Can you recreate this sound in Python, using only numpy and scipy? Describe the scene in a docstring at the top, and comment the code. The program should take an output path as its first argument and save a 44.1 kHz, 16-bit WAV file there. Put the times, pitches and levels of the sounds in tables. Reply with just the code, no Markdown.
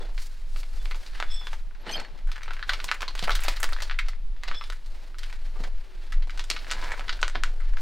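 """Shoes shift slowly over grit and broken crockery in a small bare room, close to a hand-held microphone.
Shards crack and click: each is a sharp snap, then splinters and fizz. Soles scuff: noise and tiny grains.
A foot lands as a dull thud. Rubbed metal, a dragged shard and a faint hum are modes kept ringing by contacts.
Regular slips creak near the end. Under it all lie a deep, swelling rumble from handling and a quiet room tone."""
import sys
import numpy as np
from scipy import signal
from scipy.fft import rfft, irfft, next_fast_len
from scipy.io import wavfile
from scipy.ndimage import uniform_filter1d

SR = 44100
rng = np.random.default_rng(int(sys.argv[2]) if len(sys.argv) > 2 else 0)


def store_wav(level_fs):
    """Save 16-bit WAV to argv[1]."""
    pcm = np.round(np.clip(np.atleast_2d(level_fs), -1, 1) * 32767)
    wavfile.write(sys.argv[1], SR, pcm.T.astype(np.int16))


N = 344421  # length in samples


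def amp(db):
    """Turns decibels into a gain."""
    return 10 ** (np.asarray(db) / 20)


def evened(x):
    """Scales a signal to an rms of 1."""
    return x / np.sqrt(np.mean(x ** 2) + 1e-20)


def smoothed_twice(x, size):
    """Turns noise into a slow wander with an rms of 1, by averaging neighbours twice."""
    return evened(uniform_filter1d(uniform_filter1d(x, size=size), size=size))


def read(points, hz):
    """Reads a table of values over pitch, along a log-frequency axis."""
    f, value = np.transpose(points)
    return np.interp(np.log(hz + 1), np.log(f + 1), value)


def curves(rows):
    """Draws each column of a timed table as a curve, sample by sample."""
    s, *columns = np.transpose(rows)
    return [np.interp(np.arange(N) / SR, s, column) for column in columns]


def inside(rows):
    """Is 1 while a timed table lasts and 0 elsewhere, with soft ends."""
    t = np.arange(N) / SR
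    lasts = (t >= rows[0][0]) & (t <= rows[-1][0])
    return uniform_filter1d(1. * lasts, size=300)


def colour(x, db):
    """Filters without any pre-echo: the phase follows from the log gain (minimum phase)."""
    cepstrum = irfft(np.log(amp(np.maximum(db, -100))))
    half = cepstrum.shape[-1] // 2
    # fold the backward half of the cepstrum onto the forward half
    folded = [cepstrum[..., :1], 2 * cepstrum[..., 1:half], 0 * cepstrum[..., half:]]
    response = irfft(np.exp(rfft(np.concatenate(folded, -1))))
    return signal.oaconvolve(x, response, axes=-1)[..., :x.shape[-1]]


def shaped(points):
    """Makes steady noise of a given spectrum, with an rms of 1."""
    gain = amp(read(points, np.fft.rfftfreq(N, 1 / SR)))
    return evened(irfft(rfft(rng.standard_normal(N)) * gain, N))


def ring(x, hz, width):
    """Rings one mode, width in Hz, with about unit gain at its centre."""
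    pole = np.exp((2j * np.pi * hz - np.pi * width) / SR)
    return 2 * signal.lfilter([1 - abs(pole)], [1, -pole], x).real


def add(mix, s, sound):
    """Mixes a sound in at a time in seconds."""
    part = mix[round(s * SR):][:len(sound)]
    part += sound[:len(part)]


def rumble():
    """Handling shakes the microphone: lumpy noise, flattened in level, then swelling at random."""
    # Base level of the shake. Each row: time in seconds, level in dB before the random swell.
    shake_level = [(0.0, -29), (0.08, -29), (1.0, -25.5), (1.02, -39.5), (1.32, -19), (1.85, -40.5),
                   (1.98, -27.5), (2.17, -40), (2.26, -25), (2.41, -38.5), (2.48, -28), (3.04, -35),
                   (3.28, -21), (5.02, -30), (5.15, -36), (5.2, -28), (5.79, -24), (5.85, -40.5),
                   (6.24, -17.5), (6.33, -31.5), (6.79, -26), (6.81, -33), (7.39, -22), (7.81, -24)]
    # Colour of the shake. 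Each row: frequency in Hz, relative level in dB per Hz.
    shake_colour = [(2, -22), (6, -9), (15, -8), (21, 0), (25, -10), (30, -16), (37, -16), (42, -26),
                    (50, -50), (80, -90)]
    swell_db, swell_s = 3, .06
    shake = signal.hilbert(shaped(shake_colour), next_fast_len(N))[:N]
    # dividing by its own envelope makes the shake steadier
    steady = evened((shake / (abs(shake) + 0.36)).real)
    swell = smoothed_twice(rng.standard_normal(N), round(swell_s * SR))
    moving = amp(curves(shake_level)[0] + swell_db * swell) * steady
    low_pass = signal.butter(7, 41, fs=SR, output="sos")
    return signal.sosfiltfilt(low_pass, moving)


def unshared_bass():
    """Steady noise, mostly bass, that the two channels will take with opposite signs."""
    # Each row: frequency in Hz, relative level in dB per Hz.
    bass_colour = [(2, -8), (7, 0), (15, -6), (21, -2), (27, -16), (36, -19), (45, -33), (70, -33),
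                   (110, -41), (140, -46), (200, -57), (400, -68), (800, -78), (2500, -92), (16000, -93)]
    return amp(-44.5) * shaped(bass_colour)


def room_tone():
    """The quiet steady noise of the room, given its colour by a spectrum."""
    # Each row: frequency in Hz, relative level in dB per Hz.
    tone_colour = [(35, -28), (47, 4), (60, -2), (90, -12), (150, -11.5), (260, -16), (420, -16.5),
                   (600, -16.5), (1500, -19), (4300, -23.5), (7000, -33.5), (16000, -42)]
    return amp(-59) * shaped(tone_colour)


def slides():
    """Gains of slide, hiss and weight as a sole slides on grit: each slide rises, holds and dies away."""
    # Each row: time in seconds when the slide reaches full level, after its rise, held time in seconds,
    # level in dB (scuff() later lowers all by 3.5 dB), treble hiss in dB, low weight in dB;
    # hiss and weight are relative to the slide.
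    slide_rows = [(0, .03, -47, -12, 3.5), (.2, .04, -52, 3.5, -10.5), (.3, .14, -59, -3, -10),
                  (.56, .04, -51, 2.5, -3.5), (.75, .21, -53, -2, -2), (1.0, 0.12, -51.5, -6, -6),
                  (1.14, .05, -44, -15, -13), (1.26, .15, -51.5, -8, -9), (1.45, .09, -50, -5, -6),
                  (1.88, .1, -39, -23, 0), (2.12, .08, -59, -16, 3), (2.32, .04, -49, -14, -15),
                  (2.44, .2, -51, -15, -10), (2.7, .23, -47, -8, -4), (3.02, .09, -47.5, -12, -3),
                  (3.19, .18, -41.5, -10, -14), (3.4, .07, -48, -7, -14), (3.49, .03, -39, -7, -14),
                  (3.62, .26, -49, -8, -7), (4.0, .1, -52, -17, -13), (4.48, .05, -44, -20, -7),
                  (4.6, 0.17, -55, -5, -7.5), (4.88, 0.046, -62, -3, -2), (4.949, 0.13, -54.5, -8, -1.5),
                  (5.23, .11, -52.5, -8.5, -6.5), (5.42, .12, -56.5, -8.5, -3), (5.59, .05, -50, -7.5, 4.5),
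                  (5.75, .26, -56, -11.5, -5.5), (6.04, .03, -51, -11, -6), (6.131, .09, -57.5, -20, -1),
                  (6.33, .1, -53, -10, -0.5), (6.499, 0.18, -48, -7.5, -4), (6.7, .19, -42, -11, -3),
                  (6.929, .25, -48.5, -9, -1), (7.24, .07, -57, -5, -3), (7.36, 0.018, -45, -21, -7),
                  (7.45, .13, -55, -8, 3), (7.65, .02, -50, -14, -6), (7.78, .03, -54, -5, 2)]
    rise_db_per_s, fall_db_per_s = 240, 150
    s, held, db, hiss_db, weight_db = np.transpose(slide_rows)[:, :, None]
    t = np.arange(0, N + 64, 64) / SR  # a coarse clock is enough
    before, after = np.maximum(s - t, 0), np.maximum(t - s - held, 0)
    shape_db = db - rise_db_per_s * before - fall_db_per_s * after
    gains = []
    for extra_db in (0, hiss_db, weight_db):
        total = np.sqrt((amp(shape_db + extra_db) ** 2).sum(0))
        gains.append(np.interp(np.arange(N) / SR, t, total))
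    return gains


def scuff(grains_per_s=900, spread_db=3.0, grain_share=0.42, flicker_db=3.0, level_db=-3.5):
    """A sole rubs on grit: flickering noise and many small grains, in three bands with their own gains."""
    # Colour of the grit. Each row: frequency in Hz, relative level in dB per Hz.
    grit_colour = [(88, -38.5), (150, -11.5), (368, -8.5), (745, -7), (854, -4), (1080, -4.5), (1600, 2.5),
                   (3350, -4.5), (4320, -4.5), (6260, -20), (16000, -36.5)]
    slide, hiss, weight = slides()
    hits = rng.random(N) < grains_per_s / SR
    sizes = amp(spread_db * np.minimum(rng.exponential(1, N), 4))
    grains = hits * sizes * rng.choice([-1., 1.], N)
    flicker = smoothed_twice(rng.standard_normal(N), 500)
    noise = rng.standard_normal(N) * amp(flicker_db * flicker)
    drive = grain_share * evened(grains) + np.sqrt(1 - grain_share ** 2) * noise
    grit = colour(drive, read(grit_colour, np.fft.rfftfreq(2048, 1 / SR)))
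    low = signal.sosfilt(signal.butter(3, [150, 850], "band", fs=SR, output="sos"), grit)
    mid = signal.sosfilt(signal.butter(3, [850, 6500], "band", fs=SR, output="sos"), grit)
    high = signal.sosfilt(signal.butter(4, 6500, "high", fs=SR, output="sos"), grit)
    return amp(level_db) * (slide * evened(mid) + hiss * evened(high) + weight * evened(low))


def rubbed_mode(hz, t60, size, per_s=1500):
    """Small uneven contacts keep one mode of a hard thing ringing; the changing grip bends its pitch."""
    bend = .0012  # typical wander, as a share of the pitch
    n = size + 3000  # the mode is already swinging when it is heard
    contacts = (rng.random(n) < per_s / SR) * rng.standard_normal(n) * np.exp(2j * np.pi * rng.random(n))
    wide, narrow = np.exp(-np.pi * np.array([8, 2.2]) / t60 / SR)  # two poles smooth the swing
    swing = signal.lfilter([1], np.poly([wide, narrow]), contacts)
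    grip = smoothed_twice(rng.standard_normal(n), 2500)
    turns = np.cumsum(hz * (1 + bend * grip)) / SR
    return evened((swing * np.exp(2j * np.pi * turns)).real[-size:])


def singing(modes_hz, spells, t60):
    """Rubbing keeps each mode ringing for some short spells; t60 in seconds sets how slowly it swings."""
    out = np.zeros(N)
    for hz, of_mode in zip(modes_hz, spells):
        for s, length, db in of_mode:
            force = amp(db) * signal.windows.tukey(round(length * SR) + 2, .6)
            add(out, s, force * rubbed_mode(hz, t60, size=len(force)))
    return out


def rubbed_metal():
    """A small metal piece sings on several modes as it is rubbed."""
    # The pitch of each mode in Hz.
    metal_hz = [3400, 3455, 5240, 5330, 7960, 10600, 12550, 15300]
    # One list of spells for each mode. Each spell: start in seconds, length in seconds, level in dB.
    metal_spells = [
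        [(1.3, 0.037, -54), (4.528, 0.044, -46.5)],
        [(0, 0.063, -55), (.78, 0.057, -57), (1.25, .07, -54), (1.3, 0.064, -39.5), (1.335, 0.079, -42.5),
         (1.39, 0.12, -49), (4.525, 0.11, -46), (4.61, 0.1, -54)],
        [(1.3, 0.03, -45), (1.39, .05, -53), (4.535, 0.087, -49)],
        [(0, 0.05, -68), (1.29, 0.12, -45.5), (4.54, 0.07, -51), (4.6, 0.07, -57)],
        [(0, .04, -68), (1.305, 0.071, -52), (1.365, 0.052, -66), (4.545, .065, -69)],
        [(1.3, 0.076, -65), (4.55, .04, -78)],
        [(.81, 0.074, -72), (1.31, .06, -74)],
        [(.81, .09, -74), (1.3, .07, -74)],
    ]
    return singing(metal_hz, metal_spells, t60=0.06)


def thuds(rise_s=0.0026):
    """The weight of a foot: a fading push of noise sets off a dull, rough low ring."""
    # Each row: start in seconds, peak level in dB, pitch in Hz, time in seconds for the push to fall 60 dB.
    thud_rows = [(0.005, -37.5, 474, 0.11), (1.874, -37, 200, 0.12), (1.9, -47, 330, .12),
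                 (2.119, -49, 140, 0.11), (3.223, -34, 151, 0.078), (3.288, -42, 420, 0.12),
                 (4.505, -51.5, 252, .08), (5.558, -46, 296, .06), (5.6, -36, 203, 0.026),
                 (6.272, -50, 303, 0.042), (6.502, -41.5, 280, 0.065), (6.751, -52, 178, 0.12),
                 (7.227, -48, 400, 0.069), (7.354, -41, 254, 0.091), (7.368, -43, 121, 0.057),
                 (7.77, -64, 300, .06)]
    out, t = np.zeros(N), np.arange(8192) / SR
    for s, db, hz, t60 in thud_rows:
        push = rng.standard_normal(len(t)) * (1 - np.exp(-t / rise_s)) * amp(-60 * t / t60)
        low = ring(ring(push, hz, .75 * hz), hz, .75 * hz)
        add(out, s, amp(db) * low / abs(low).max())
    return out


def chips(count=26):
    """Faint cracks under a moving sole, drawn at random: more and louder where it slides hard."""
    over_slide_db, middle_hz = 5, 1900
    colour_db = [-14, -1, -16, -22]  # body, bite, treble and fizz, as for the cracks
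    scatter_db, scatter_octaves = 4, .3
    when, pitch, size, *colours = rng.standard_normal((count, 7)).T
    slide = slides()[0]
    # equal steps along this running share fall closer together in loud slides
    share = np.cumsum(np.sqrt(slide)) / np.sqrt(slide).sum()
    place = (np.arange(count) + .5 + .3 * when) / count
    at = np.searchsorted(share, np.clip(place, 0, .999))
    db = 20 * np.log10(slide[at]) + over_slide_db + scatter_db * size
    hz = middle_hz * 2 ** (scatter_octaves * pitch)
    return np.c_[at / SR, db, hz, colour_db + scatter_db * np.transpose(colours)]


def cracks(splinter_db=-9):
    """A shard snaps, splinters for some ms and fizzes out; each has its own pitch and colour."""
    # The clearest cracks. Each row: start in seconds, level of the loudest 3 ms in dB, ring pitch in Hz,
    # body under 1 kHz in dB, bite near 4 kHz in dB, treble in dB, fizz in dB; the last four are relative.
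    crack_rows = [(.1792, -33.5, 2200, -15, 2, -18, -25), (.5614, -37, 2350, -7, -2, -14, -23),
                  (.6323, -38.5, 2340, -5, 0, -36, -25), (.8569, -33, 2360, -13, -4, -23, -25),
                  (.912, -30, 2350, -19, -4, -24, -21), (.9459, -37, 900, -10, 0, -18, -21),
                  (1.0639, -39.5, 2530, -8, 11, -4, -21), (1.2015, -22.5, 1465, -8, -3, -15, -24),
                  (1.2262, -21, 1520, -9, -10, -21, -31), (1.413, -42.5, 960, -8, -18, -37.5, -8),
                  (1.4703, -29, 1530, -11, -1, -16, -25), (1.5317, -31, 870, -12, -11, -15, -24),
                  (1.7104, -48, 1510, -16, -24, -26, -30), (1.75, -48, 1560, -18, -6, -22, -17),
                  (1.8664, -35.5, 2020, 0, -4, -26, -21), (1.894, -36, 2000, 8, -6, -18, -5),
                  (1.912, -38, 2500, -10, -3, -6, -8), (1.9801, -32, 1500, -9, -12, -24, -32),
                  (1.9987, -33.5, 2070, -19, -4, -11, -23), (2.0488, -37, 1800, -24, -9, -19, -25),
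                  (2.19, -48, 2000, -16, -3, -12, -25), (2.273, -45, 1590, -15, -12, -7, -25),
                  (2.29, -44, 1600, -14, -27, -20, -21), (2.3168, -33.5, 2170, -17, 2, -12, -20),
                  (2.3589, -39, 1600, -14, -5, -17, -20), (2.3656, -37, 1630, -22, -7, -25, -25),
                  (2.3801, -35.5, 1610, -15, -10, -15, -19), (2.4095, -39.5, 2130, -17, -21, -26, -26),
                  (2.4187, -38, 1610, -22, -19, -26, -24), (2.4314, -36.5, 2070, -20, 2, -11, -17),
                  (2.4594, -39, 1600, -14, -12, -18, -22), (2.4799, -33, 1400, -6.5, -9, -32, -18),
                  (2.5076, -29, 1480, -6, -8.5, -25, -20), (2.5344, -37.5, 2120, -26, 0, -10, -19),
                  (2.5667, -37, 1590, -14, -12, -22, -19), (2.5937, -34.5, 1630, -10, -13, -27, -22),
                  (2.6274, -25, 1680, -27, -2.5, -30, -20), (2.6932, -17.5, 1550, -19, -3, -21, -15),
                  (2.7208, -35, 1790, -8, -14, -19, -13), (2.7338, -25.5, 2220, -11, 2, -15, -9),
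                  (2.7924, -39, 1420, -16, -7, -18, -21), (2.802, -28.5, 2380, -27, -1, -23, -24),
                  (2.8432, -26.5, 1020, -5, 6.5, 4, -25), (2.8821, -35, 2240, -18, 7, -19, -19),
                  (2.8893, -24, 2250, -24, -7, -30, -24), (2.9146, -14.5, 1620, -21, -6.5, -20, -25),
                  (2.9426, -33.5, 1970, -19, -17, -13, -16), (3.0072, -31, 1070, -15, -1, -10, -20),
                  (3.0194, -27, 1060, -17, -4, -15, -5), (3.0299, -23.5, 1680, -9, -14, -25, -27),
                  (3.08, -27, 1094, -9.5, 8, -17, -15), (3.1525, -31, 1520, -4, -1, -6, -19),
                  (3.1927, -26, 3180, -14, 5.5, -7, -26), (3.2265, -28, 3200, 1, 5, -13, -18),
                  (3.238, -28, 3200, -5, 0, -11, -14), (3.2749, -29, 1500, 1, -14, -20, -8),
                  (3.2807, -20.5, 1360, -1, -26, -28, -24), (3.2946, -16, 1340, -10, -16, -18, -22),
                  (3.306, -22, 1380, -6, -8, -21, -17), (3.3158, -28, 3070, -24, 6, -16, -13),
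                  (3.3524, -25.5, 3200, -34, 3, -4, -17), (3.4045, -37.5, 1670, -18, -16, 3, -17),
                  (3.424, -37, 2610, -10, -5, -12, -18), (3.4357, -31, 2540, -17, -8, -3, -13),
                  (3.4493, -30.5, 1810, -5, -3, -14, -18), (3.4639, -36, 1870, -12, 7, -18, -21),
                  (3.4829, -18.5, 2410, -6.5, 1.5, -9, -18), (3.5395, -37, 1770, -17, -15, -21, -21),
                  (3.5627, -36, 1780, -21, 5, -9, -16), (3.5717, -34.5, 1940, -20, -5, -14, -18),
                  (3.6009, -35, 1290, -10, -14, 1, -18), (3.6307, -19.5, 1880, -13, -7.5, -7, -18),
                  (3.6424, -20, 1280, -4, -1, -7, -27), (3.6908, -31, 1720, -10, -20, -9, -24),
                  (3.7246, -30, 1280, -6, -26, -11, -20), (3.7316, -29.5, 1660, -8, 10, -9, -23),
                  (3.7643, -30.5, 1810, -18, -6, -26, -20), (3.7871, -34.5, 1790, -14, -11, -30, -24),
                  (3.8039, -31, 1820, -14, -5, -16, -21), (3.8218, -28, 1580, -8, 8, -4, -16),
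                  (3.8979, -26, 1680, -33, -6, -32, -29), (3.9119, -25, 1620, -21, -4.5, -26, -26),
                  (3.9249, -38, 1920, -15, 1, -24, -21), (3.9444, -39, 1960, -16, -7, -27, -26),
                  (3.9891, -19.5, 1920, -45, -11, -21, -17), (4.0852, -32.5, 1940, -7, 1, -7, -22),
                  (4.1337, -41, 2000, -14, -20, -24, -29), (4.3652, -47.5, 1810, -5, -5, -22, -18),
                  (4.4355, -29, 1900, -12, -2, -12, -22), (4.4784, -34, 1960, -22, 4, -19, -18),
                  (4.4836, -30, 2880, -7, 2, -19, -20), (4.5143, -26, 1240, -16, -14, -28, -33),
                  (4.545, -38.5, 2000, -12, 5, -18, -18), (4.6118, -30.5, 1190, -15, -8, -34, -24),
                  (4.6398, -34.5, 1670, -8, 5, -9, -22), (4.701, -29.5, 1570, -7, 1, -10, -29),
                  (4.7238, -36, 1630, -22, -4, -8, -21), (4.8612, -48.5, 920, -15, 8, 0, -20),
                  (5.1446, -42, 1410, -17, -10, -28, -27), (5.185, -38.5, 1910, -20, 8.5, 0, -17),
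                  (5.2333, -34, 3020, -34, -2.5, -14, -18), (5.298, -44, 2170, -14, -5, -13, -12),
                  (5.3277, -35.5, 2060, -10, -2, -13, -26), (5.5594, -42.5, 1170, -1, -28, -18, -14),
                  (5.637, -36, 1690, -1, -2, -15, -12), (6.1229, -34, 1890, -32, -3, -12, -17),
                  (6.2235, -41.5, 2000, -17, 3, -19, -17), (6.273, -43, 1030, 4, 3, -6, -18),
                  (6.2966, -32, 1860, -26, -10, -19, -30), (6.3059, -38.5, 2890, -31.5, 3, -8, -28),
                  (6.3758, -35.5, 1540, -16, 3, -5, -21), (6.3947, -27, 3100, -12, 4, -8, -25),
                  (6.4052, -35, 1620, -13, -1, -11, -21), (6.441, -36.5, 3120, -24, 1, 1, -24),
                  (6.5016, -18, 2400, -10, 6, 1, -22), (6.5127, -20.5, 2540, -17, 9, -13, -27),
                  (6.5637, -29.5, 2500, -21, -2, -19, -20), (6.5909, -39, 2650, -15, 15, -14, -19),
                  (6.6683, -36, 1610, -7, -7, -19, -18), (6.6985, -32, 1890, -13, 0, -21, -25),
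                  (6.7054, -30, 3150, -39, 10, -8, -26), (6.7131, -22.5, 3030, -23, -5, 0, -24),
                  (6.719, -24, 3110, -12, 1, -9, -21), (6.7352, -29.5, 1560, -15, 4, -12, -32),
                  (6.815, -38, 3500, -20, 6, -6, -22), (6.841, -36, 3500, -20, 6, -6, -22),
                  (6.9056, -34, 1590, -14, -14, -18, -19), (6.9179, -27.5, 1600, -16, -13, -15, -13.5),
                  (6.939, -32, 1520, -4, -13, -26, -23), (6.9951, -30, 2014, -6, -5, -13, -22),
                  (7.0091, -31, 1420, -15, -15, -24, -28), (7.0816, -31, 1930, -17, 2, -20, -19),
                  (7.0934, -22, 1608, -27, 2.5, -20, -18), (7.1273, -31.5, 1590, -13, 9, -11, -23),
                  (7.1915, -39, 1610, -9, -12, -21, -19), (7.2158, -34.5, 950, -6, 9, 10, -26),
                  (7.2296, -13.5, 1480, -11, -3, -17, -30), (7.2461, -33, 2720, -5, 0, -10, -21),
                  (7.2805, -25, 1520, -17, -3, -1, -33), (7.2987, -35, 1550, -23, -6, 0, -31),
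                  (7.3501, -34, 1750, -2, 2, -24, -8), (7.3555, -21.5, 1580, -5, -8, -28, -28),
                  (7.4363, -17, 1505, -25, -4, -6, -34), (7.6006, -45, 1600, -31, -30, -17, -12),
                  (7.7369, -40.5, 1600, -10, -13, -16, -24), (7.7687, -34, 1570, -22, -6.5, -22, -6)]
    # Top treble under the treble setting. Each row: time in seconds, level in dB.
    top_under_treble = [(0, -8), (1.5, -10), (2.5, -8), (3.1, -9), (3.3, -4), (3.7, -4), (3.85, -8),
                        (4.7, -8), (5.3, -8), (6.3, -11), (6.6, -19), (7.2, -21), (7.81, -8)]
    lumps_db = 3.5  # unevenness of the fizz
    snap_s = 3.5e-5  # bluntness of the snap
    ring_db, ring_db_per_octave, ring_octaves = 5.5, -3.5, .16  # height at 2 kHz, tilt, width
    s, db, centre, body, bite, treble, fizz_db = np.vstack([crack_rows, chips()]).T[:, :, None]
    top = treble + np.interp(s, *np.transpose(top_under_treble))
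    # a fizzier crack lasts longer, a louder one is shorter
    t60 = np.maximum(.06 + .0011 * fizz_db - .0005 * db, .01)
    t, hz = np.arange(4096) / SR, np.fft.rfftfreq(1024, 1 / SR)
    draw = rng.standard_normal((len(s), 3, len(t)))
    splinters = (abs(draw[:, 0]) > 2.6) * draw[:, 1] * amp(splinter_db - 60 * t / (.5 * t60 + 0.0017))
    # the fizz comes in lumps of about a millisecond
    lumps = lumps_db * evened(uniform_filter1d(draw[:, 1], size=60))
    fizz = draw[:, 2] * amp(lumps + fizz_db - 60 * t / t60)
    # the pressure front starts with a dip, a little blunt, so the treble is left to splinters and fizz
    snap = np.exp(-t / snap_s) / (1 + snap_s * SR) * 1.5
    drive = splinters + fizz - snap
    octave = np.log2(hz + 1)
    zones = np.log2([150, 650, 1200, 2400, 4300, 7700, 12700, 22050])  # zone centres, Hz inside the log
    tents = np.array([np.interp(octave, zones, row) for row in np.eye(len(zones))])
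    # level per Hz: a narrow zone holds more per Hz than a wide one
    low_db = [body - 14, body + 6, 0 * db, 0 * db - 1.5]
    high_db = [bite - 1.5, treble - 3, top - 5, top - 14]
    zone_db = np.hstack(low_db + high_db)
    # lower shards ring more clearly
    height = ring_db + ring_db_per_octave * np.log2(centre / 2000)
    bump = height * np.exp(-.5 * ((octave - np.log2(centre)) / ring_octaves) ** 2)
    sound = colour(drive, zone_db @ tents + bump)
    peak = np.sqrt(uniform_filter1d(sound[:, :300] ** 2, size=130).max(1, keepdims=True))
    out = np.zeros(N)
    for at, one in zip(s[:, 0], amp(db) * sound / peak):
        add(out, at, one)
    return out


def dragged_shard():
    """A dragged shard squeals briefly on many modes, most of them overlapping."""
    # The pitch of each mode in Hz.
    shard_hz = [2420, 2960, 3180, 4345, 4970, 6142, 8300, 8520, 9400, 10860, 11540, 12450]
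    # One list of spells for each mode. Each spell: start in seconds, length in seconds, level in dB.
    shard_spells = [
        [(1.917, 0.056, -42.5)],
        [(1.88, 0.04, -40)],
        [(1.923, 0.046, -34)],
        [(1.908, 0.027, -42), (1.95, 0.064, -42), (1.99, 0.09, -53)],
        [(1.93, 0.032, -38), (1.96, 0.023, -48)],
        [(1.79, 0.037, -77), (1.91, 0.051, -44)],
        [(1.853, 0.1, -59)],
        [(1.885, 0.092, -61)],
        [(1.917, .055, -70)],
        [(1.865, 0.073, -68)],
        [(1.8, 0.041, -72), (1.908, 0.072, -58)],
        [(1.878, .085, -66)],
    ]
    return singing(shard_hz, shard_spells, t60=0.032)


def hum():
    """A faint hum on one mode comes and goes, made like the rubbed modes."""
    spells = [(4.98, 0.38, -70), (5.78, 0.35, -63.5)]  # start in seconds, length in seconds, level in dB
    return singing([369], [spells], t60=0.063)


def creak(jitter=.13, uneven_db=3.5, level_db=5):
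    """Stick-slip: nearly regular slips of uneven strength knock a hollow body."""
    # Each row: time in seconds, level in dB before level_db is added, slips per second before the jitter.
    slip_rows = [(6.74, -53, 120), (6.79, -44, 102), (6.83, -41.5, 110), (6.88, -46, 140),
                 (6.91, -39.5, 110), (6.95, -56, 98), (6.98, -44, 89), (7.0, -57, 120), (7.06, -53, 150)]
    # Modes of the body. Each row: pitch in Hz, width in Hz, strength in dB before dividing by the width.
    body_modes = [(510, 130, -3.5), (985, 100, 3.5), (1620, 130, 5.5), (2250, 360, 7)]
    db, rate = curves(slip_rows)
    wander = evened(uniform_filter1d(rng.standard_normal(N), size=400))
    turns = np.cumsum(rate * (1 + jitter * wander)) / SR
    # one slip each time the count passes a whole number
    slips = np.diff(np.floor(turns), prepend=0) * amp(uneven_db * rng.standard_normal(N))
    body = np.zeros(N)
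    for k, (hz, width, strength_db) in enumerate(body_modes):
        body += (-1) ** k * amp(strength_db) * ring(slips, hz, width) / width
    return inside(slip_rows) * amp(db + level_db) * evened(body)


def early_echoes(hits):
    """The floor and near walls throw back a few quick, fainter copies."""
    # Each row: delay in seconds, level in dB.
    echo_rows = [(.0015, -37), (.0022, -29), (.0037, -38.5), (.0068, -18.5), (0.01, -22)]
    return sum(amp(db) * np.roll(hits, round(s * SR)) for s, db in echo_rows)


def room(x):
    """Sparse reflections of random sign, each band dying at its own speed."""
    # Each row: frequency in Hz, time in seconds for the echo to fall 60 dB.
    decay_rows = [(200, 0.33), (1000, 0.16), (4000, 0.18), (12000, 0.11)]
    taps = np.zeros(SR // 2)
    at = np.arange(160, len(taps) - 20, 20)
    taps[at + rng.integers(0, 20, len(at))] = rng.choice([-1., 1.], len(at))
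    hz, t, bands = signal.stft(taps, SR, nperseg=256)
    decay = amp(-60 * t / read(decay_rows, hz)[:, None])
    tail = signal.istft(bands * decay, SR, nperseg=256)[1]
    return signal.oaconvolve(x, tail / np.linalg.norm(tail))[:N]


def scene():
    """Mixes all layers nearly mono: mainly the bass differs a little between left and right."""
    hits = cracks() + thuds() + creak()
    near = hits + early_echoes(hits)
    rubbed = rubbed_metal() + dragged_shard()
    feet = near + amp(-9.5) * room(hits) + scuff() + rubbed
    shake = rumble()
    steady = shake + room_tone() + hum()
    # the left takes slightly more of the shake
    side = unshared_bass() + amp(-31) * shake
    return np.array([feet + steady + side, feet + steady - side])


def record(dry):
    """Limits the band: a steep low-pass removes what lies above about 16 kHz."""
    low_pass = signal.firwin(1023, 16000, window=("kaiser", 9), fs=SR)
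    return signal.oaconvolve(dry, low_pass[None], "same", axes=1)


dry = scene()
out = record(dry)
store_wav(out)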